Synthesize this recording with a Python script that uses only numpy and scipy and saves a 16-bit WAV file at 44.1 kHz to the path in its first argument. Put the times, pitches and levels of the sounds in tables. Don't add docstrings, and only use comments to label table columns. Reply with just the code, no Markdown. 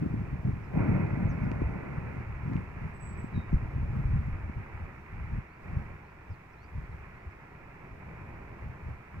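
import sys
import numpy as np
from scipy import signal
from scipy.fft import rfft, irfft
from scipy.io import wavfile
from scipy.ndimage import uniform_filter1d

SR = 44100
rng = np.random.default_rng(int(sys.argv[2]) if len(sys.argv) > 2 else 0)


def dump(signal):
    limited = np.clip(np.atleast_2d(signal).T, -1, 1)
    pcm = np.round(limited * 32767).astype(np.int16)
    wavfile.write(sys.argv[1], SR, pcm)


N = 405719
TIME_S = np.arange(N) / SR
BINS_HZ = np.maximum(np.arange(N // 2 + 1) * SR / N, 1)


def undb(db):
    return 10 ** (np.asarray(db) / 20)


def curves(table):
    time_s, *columns = np.transpose(table)
    return [np.interp(TIME_S, time_s, column) for column in columns]


def spectra(table):
    hz, *columns = np.transpose(table)
    return [np.interp(np.log(BINS_HZ), np.log(hz), column) for column in columns]


def colour(x, table):
    return irfft(rfft(x) * undb(spectra(table)[0]), N)


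def unit(x):
    return x / np.sqrt(np.mean(x ** 2))


def band_rms(pair, low_hz, high_hz):
    in_band = (BINS_HZ > low_hz) & (BINS_HZ < high_hz)
    return np.std(irfft(rfft(pair.mean(axis=0)) * in_band, N))


def drift(rate_hz):
    return unit(irfft(rfft(rng.standard_normal(N)) * np.exp(-(BINS_HZ / rate_hz) ** 2), N))


def impacts(per_s, spread_db):
    hits = rng.random(N) < per_s / SR
    sizes = undb(spread_db * np.minimum(rng.exponential(size=N), 5))
    return unit(hits * sizes * rng.choice([-1, 1], N))


def hiss(flutter_db):
    hiss_colour = [(1500, -20), (3000, 6.5), (4200, 1.5), (5600, 1), (6400, -2.5), (7600, -3), (8400, -7),
                   (15500, -7)]
    still_db, gust_db, growth_db_per_db = -80.5, -68, 0.24
    strength_db = uniform_filter1d(flutter_db, size=SR // 12)
    air = unit(colour(rng.standard_normal((2, N)), hiss_colour))
    return air * (undb(still_db) + undb(gust_db + growth_db_per_db * strength_db))


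def glide(length_s, points_hz):
    parabola = np.polyfit([0, .5, 1], points_hz, 2)
    return np.polyval(parabola, np.linspace(0, 1, int(length_s * SR)))


def settle(length_s, start_hz, final_hz):
    progress = np.linspace(0, 1, int(length_s * SR))
    return final_hz + (start_hz - final_hz) * np.exp(-progress / .27)


def bird_notes():
    chirps = [(.62, .06, 5200, -75), (1.285, .05, 5800, -66), (1.425, .04, 5300, -75),
              (3.518, .045, 5350, -71.5), (6.3, .06, 4850, -73), (6.527, .018, 5400, -75),
              (6.622, .035, 5600, -78), (6.91, .03, 3950, -77), (7.295, .03, 5500, -81)]
    calls = [(3.06, -84), (5.47, -83), (6.02, -81), (6.565, -74.5), (7.13, -84)]  # (start [s], level [dB])
    # (start [s], length [s], start pitch [Hz], final pitch [Hz], level [dB])
    whistles = [(2.935, .055, 8200, 7900, -69), (2.998, .145, 7960, 7755, -56.5),
                (3.172, .05, 7860, 7795, -59), (3.21, .08, 7800, 7770, -68), (3.333, .11, 3980, 3740, -63),
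                (3.44, .075, 3760, 3745, -77)]
    for start_s, length_s, hz, db in chirps:
        yield start_s, glide(length_s, (1.16 * hz, hz, .8 * hz)), 130, db
    for start_s, db in calls:
        yield start_s, glide(length_s=.115, points_hz=(3650, 4450, 4860)), 40, db
    for start_s, length_s, start_hz, final_hz, db in whistles:
        yield start_s, settle(length_s, start_hz, final_hz), 20, db


def birds():
    scatter_db, scatter_t60_s = -10, .15
    song, warble = np.zeros(N), drift(rate_hz=300)
    for start_s, pitch_hz, warble_hz, db in bird_notes():
        first = int(start_s * SR)
        span = slice(first, first + len(pitch_hz))
        swell = np.sqrt(np.abs(np.sin(np.linspace(0, np.pi, len(pitch_hz)))))
        phase = 2 * np.pi * np.cumsum(pitch_hz + warble_hz * warble[span]) / SR
        song[span] += undb(db) * swell * np.sin(phase)
    song *= undb(2.8 * drift(rate_hz=140) - .8)
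    tail = rng.standard_normal((2, SR // 2)) * undb(-60 * TIME_S[:SR // 2] / scatter_t60_s)
    scatter = signal.fftconvolve(song[None], tail / np.linalg.norm(tail[0]), axes=1)[:, :N]
    direct = np.array([np.roll(song, 1) * undb(-2.5), song * undb(2)])
    return direct + undb(scatter_db) * scatter


def ticks():
    contacts = [(1.069, -38, -53), (1.516, -25, -35), (2.5345, -31, -44), (2.566, -35, -37)]  # (time [s], click level [dB], knock level [dB])
    click_colour = [(1000, -15), (3000, 0), (4500, 0), (6000, -5), (7300, -7), (8500, -35)]  # (frequency [Hz], gain [dB])
    ring_hz, decay_s, left_db = 2550, .0005, -15
    age_s = TIME_S[:SR // 50]
    ring = age_s / decay_s * np.exp(1 - age_s / decay_s) * np.sin(2 * np.pi * ring_hz * age_s)
    click, knock = np.zeros(N), np.zeros(N)
    for time_s, click_db, knock_db in contacts:
        first = int(time_s * SR)
        click[first] = undb(click_db)
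        knock[first:first + len(ring)] += undb(knock_db) * ring
    return (colour(click, click_colour) + knock) * undb([[left_db], [0]])


def at_ports(source, port_colour, left_lead):
    left_db, right_db, coherence = spectra(port_colour)
    coherence = np.clip(coherence, 0, 1)
    phase_shift = np.exp(.5j * spectra(left_lead)[0] * np.array([[1], [-1]]))
    common = rfft(source) * np.sqrt(coherence) * phase_shift
    scattered = rfft(rng.standard_normal((2, N))) * np.sqrt(1 - coherence)
    return irfft((common + scattered) * undb([left_db, right_db]), N)


def debris(port_colour, left_lead, body_rms, rush_rms):
    crossover_hz = 850
    lumps = impacts(per_s=2500, spread_db=2.5)
    powder = .65 * rng.standard_normal(N)
    pair = at_ports(unit(lumps + powder), port_colour, left_lead)
    body = irfft(rfft(pair) / (1 + (BINS_HZ / crossover_hz) ** 8), N)
    rush = pair - body
    body *= body_rms / band_rms(pair, 480, 800)
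    rush *= rush_rms / band_rms(pair, 900, 2600)
    return body * undb(0.62 * drift(rate_hz=6.9)) + rush * undb(0.79 * drift(rate_hz=11))


def pour(gust_db):
    levels = [(0, -60, -55.5), (.65, -59.5, -55.5), (2.6, -59.5, -53), (3.1, -61.5, -54.5),
              (3.6, -58.5, -54), (4.4, -60, -54), (5.1, -63.5, -55), (5.6, -65, -58), (5.82, -62, -55.5),
              (6, -65.5, -58), (6.7, -66, -59), (7, -65, -56.5), (7.6, -63, -57), (8.35, -59, -55.5),
              (8.9, -63, -55.5), (9.2, -65.5, -59)]
    # (frequency [Hz], left gain [dB], right gain [dB], coherence [0-1])
    port_colour = [(25,-77.5,-74,0.8), (70,-74.5,-75,1), (151,-73,-74.5,1), (250,-83.5,-82,1),
                   (408,-81.5,-81.5,1), (466,-87,-83,1), (647,-88.5,-84,0.1), (1053,-85,-83,0.67),
                   (1140,-87,-87,0.5), (1363,-84.5,-86,0.68), (1520,-85.5,-90,0), (2020,-89.5,-83.5,0.99),
                   (2390,-98.5,-84,0.1), (2725,-103.5,-93,.1), (3105,-112,-110,0.2), (4200,-145,-145,0.24)]
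    left_lead = [(100, 0), (380, -.5), (500, -1.6), (670, -1.4), (830, -.1), (1020, -.2), (1620, -1.2),
                 (2000, -1.7), (2800, -3.6)]
    carry_db_per_db = 0.097
    body_rms, rush_rms = undb(curves(levels) + carry_db_per_db * gust_db)
    return debris(port_colour, left_lead, body_rms, rush_rms)


def envelope(age_s, attack_s, hold_s, decay_s):
    return np.clip(age_s / attack_s, 0, 1) * np.exp(-np.maximum(age_s - attack_s - hold_s, 0) / decay_s)


def surge_rms(attack_s, crash_db, runout_db):
    start_s, sag_db_per_s = 0.695, 4
    age_s = TIME_S - start_s
    crash = envelope(age_s, attack_s, hold_s=0.21, decay_s=.08)
    runout = envelope(age_s, attack_s, hold_s=1.31, decay_s=0.12)
    return np.hypot(crash * undb(crash_db), runout * undb(runout_db - sag_db_per_s * age_s))


def surge():
    # (frequency [Hz], left gain [dB], right gain [dB], coherence [0-1])
    port_colour = [(150,-93,-86.5,1), (368,-72,-73.5,0.25), (530,-77.5,-74,0.29), (715,-87,-75.5,0.26),
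                   (808,-75.5,-79,0.95), (1000,-75,-72,0.73), (1190,-76.5,-77.5,.72), (1400,-70,-74,1),
                   (1650,-77,-79,1), (2060,-76.5,-69.5,0.71), (2490,-92,-73,0.15), (2760,-99,-85.5,.3),
                   (3200,-109,-109,.1), (4200,-145,-145,.1)]
    left_lead = [(200, -5), (400, -4.8), (530, -2), (840, .2), (1150, -.6), (2050, -1.8), (2800, -4.5)]  # (frequency [Hz], phase [rad])
    body_rms = surge_rms(attack_s=0.071, crash_db=-47, runout_db=-49.5)
    rush_rms = surge_rms(attack_s=0.12, crash_db=-49, runout_db=-49)
    return debris(port_colour, left_lead, body_rms, rush_rms)


def airflow():
    breeze = [(0, -44, -48.5), (.7, -41, -41.5), (.8, -47.5, -27.5), (1.3, -34.5, -31.5), (1.8, -45, -38),
              (2.1, -40, -38.5), (2.25, -43, -50), (3.05, -45, -48), (3.45, -55, -47), (3.65, -34.5, -40.5),
              (4.2, -35, -37.5), (4.5, -41, -51), (5.0, -53.5, -54.5), (5.5, -60, -71.5), (6.5, -59.5, -64),
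              (7.05, -49.5, -59), (7.6, -71, -65), (8.2, -49, -52), (9.2, -71, -63)]
    gusts = [(0.043, 0.092, -50, -27.5), (0.196, 0.12, -41, -33), (0.334, 0.035, -37.5, -34),
             (0.479, 0.057, -43, -26), (0.566, 0.016, -37, -37), (0.779, 0.043, -31, -27.5),
             (.91, 0.089, -32.5, -23), (1.464, .09, -33, -30), (1.645, 0.037, -25.5, -37),
             (2.177, 0.057, -38, -33.5), (2.315, 0.072, -37.5, -44), (2.536, 0.12, -39.5, -30.5),
             (2.856, 0.064, -37, -34), (3.19, 0.13, -36, -38.5), (3.369, 0.048, -32.5, -31),
             (3.545, .05, -27, -32), (3.79, 0.27, -36.5, -49), (3.965, 0.08, -51, -30),
             (4.153, 0.14, -28, -32.5), (4.324, 0.058, -30.5, -44), (4.595, 0.044, -41.5, -42),
             (4.808, .09, -35, -44.5), (5.222, 0.18, -40, -47.5), (5.351, 0.064, -34.5, -37.5),
             (5.703, 0.086, -35.5, -37), (5.799, 0.047, -36.5, -34.5), (5.89, 0.094, -40, -48),
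             (6.317, 0.036, -40, -47), (6.788, 0.074, -33, -41), (6.922, 0.15, -41.5, -50.5),
             (7.283, 0.022, -35.5, -57), (7.926, 0.025, -39, -57), (8.665, 0.097, -40.5, -45),
             (8.884, .08, -37, -42), (9.18, 0.059, -39, -42.5)]
    rise_share = 0.51
    breeze_db = curves(breeze)
    power = undb(breeze_db) ** 2
    for peak_s, length_s, *peak_db in gusts:
        width_s = length_s * np.where(TIME_S < peak_s, rise_share, 1 - rise_share)
        offset = (TIME_S - peak_s) / width_s
        near = np.abs(offset) < 4
        power[:, near] += undb(peak_db)[:, None] ** 2 * np.exp(-offset[near] ** 2)
    rumble_db, flutter_db = 10 * np.log10(power)
    gust_db = uniform_filter1d(flutter_db - breeze_db[1], size=SR // 10)
    return rumble_db, flutter_db, gust_db


def eddies(eddy_colour, span_s):
    pressure = colour(impacts(per_s=900, spread_db=4.5), eddy_colour)
    size = int(span_s * SR)
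    power = uniform_filter1d(uniform_filter1d(pressure ** 2, size), size)
    return unit(pressure / np.sqrt(power + .02 * np.mean(power)))


def buffets():
    swings = [(0.032, -17, 214), (.063, -14.5, 179), (0.142, -22.5, 195), (.773, -18, 182),
              (0.806, -13, 161), (1.518, -19.5, 260), (1.62, -15.5, 274), (2.557, -16, 169),
              (3.245, -24, 200), (3.378, -24.5, 205), (3.53, -19.5, 210), (3.782, -27.5, 200),
              (4.057, -16, 70), (4.16, -15.5, 98.5), (4.285, -25.5, 140), (4.498, -27.5, 181),
              (5.386, -22, 109), (5.772, -17.5, 91)]
    pressure = np.zeros(N)
    for time_s, db, hz in swings:
        near = np.abs(TIME_S - time_s) < 2 / hz
        offset_sq = (np.pi * hz * (TIME_S[near] - time_s)) ** 2
        pressure[near] += undb(db) * (1 - 2 * offset_sq) * np.exp(-offset_sq)
    return pressure


def wind(rumble_db, flutter_db):
    # (frequency [Hz], gain [dB])
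    rumble_colour = [(12, -17.5), (25, -6), (45, -1), (75, 3.5), (100, -1), (135, -11), (300, -52.5),
                     (1500, -110)]
    flutter_colour = [(40, -33.5), (80, -8.5), (115, 1.5), (160, -2.5), (205, -8), (270, -17), (370, -32),
                      (550, -48), (2500, -100)]
    fine_colour = [(100, -25.5), (220, 4), (300, -0.5), (380, -9), (520, -17), (1100, -61.5), (3000, -100)]
    lee_loss = [(80, -0.4), (160, -0.6), (280, -3), (450, -4)]
    port_eddy_colour = [(30, 2), (110, 2), (200, 3), (380, -10.5), (600, -13.5), (1200, -44.5),
                        (3000, -99.5)]
    fine_offset_db, port_offset_db, fine_db_per_db = -17.5, -21.5, 1.47
    tumble_db, lee_lag_s = 2.5, 0.00088
    rumble = eddies(rumble_colour, span_s=0.053) * undb(rumble_db)
    flutter = eddies(flutter_colour, span_s=.045) * undb(flutter_db)
    tumble = unit(undb(tumble_db * drift(rate_hz=14)))
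    speed_db = np.clip(uniform_filter1d(flutter_db - rumble_db, size=SR // 6), -8, 7)
    fine_db = flutter_db + fine_offset_db + fine_db_per_db * speed_db
    fine = eddies(fine_colour, span_s=0.11) * undb(fine_db)
    left = (rumble + flutter) * tumble + buffets() + fine
    right = colour(np.interp(TIME_S - lee_lag_s, TIME_S, left), lee_loss)
    port_eddies = unit(colour(rng.standard_normal((2, N)), port_eddy_colour))
    return np.array([left, right]) + port_eddies * undb(flutter_db + port_offset_db)


def scene():
    rumble_db, flutter_db, gust_db = airflow()
    return pour(gust_db) + surge() + wind(rumble_db, flutter_db) + hiss(flutter_db) + birds() + ticks()


def record(dry):
    cutoff_hz = 15700
    return signal.sosfilt(signal.ellip(8, .2, 70, cutoff_hz, fs=SR, output="sos"), dry)


dry = scene()
out = record(dry)
dump(out)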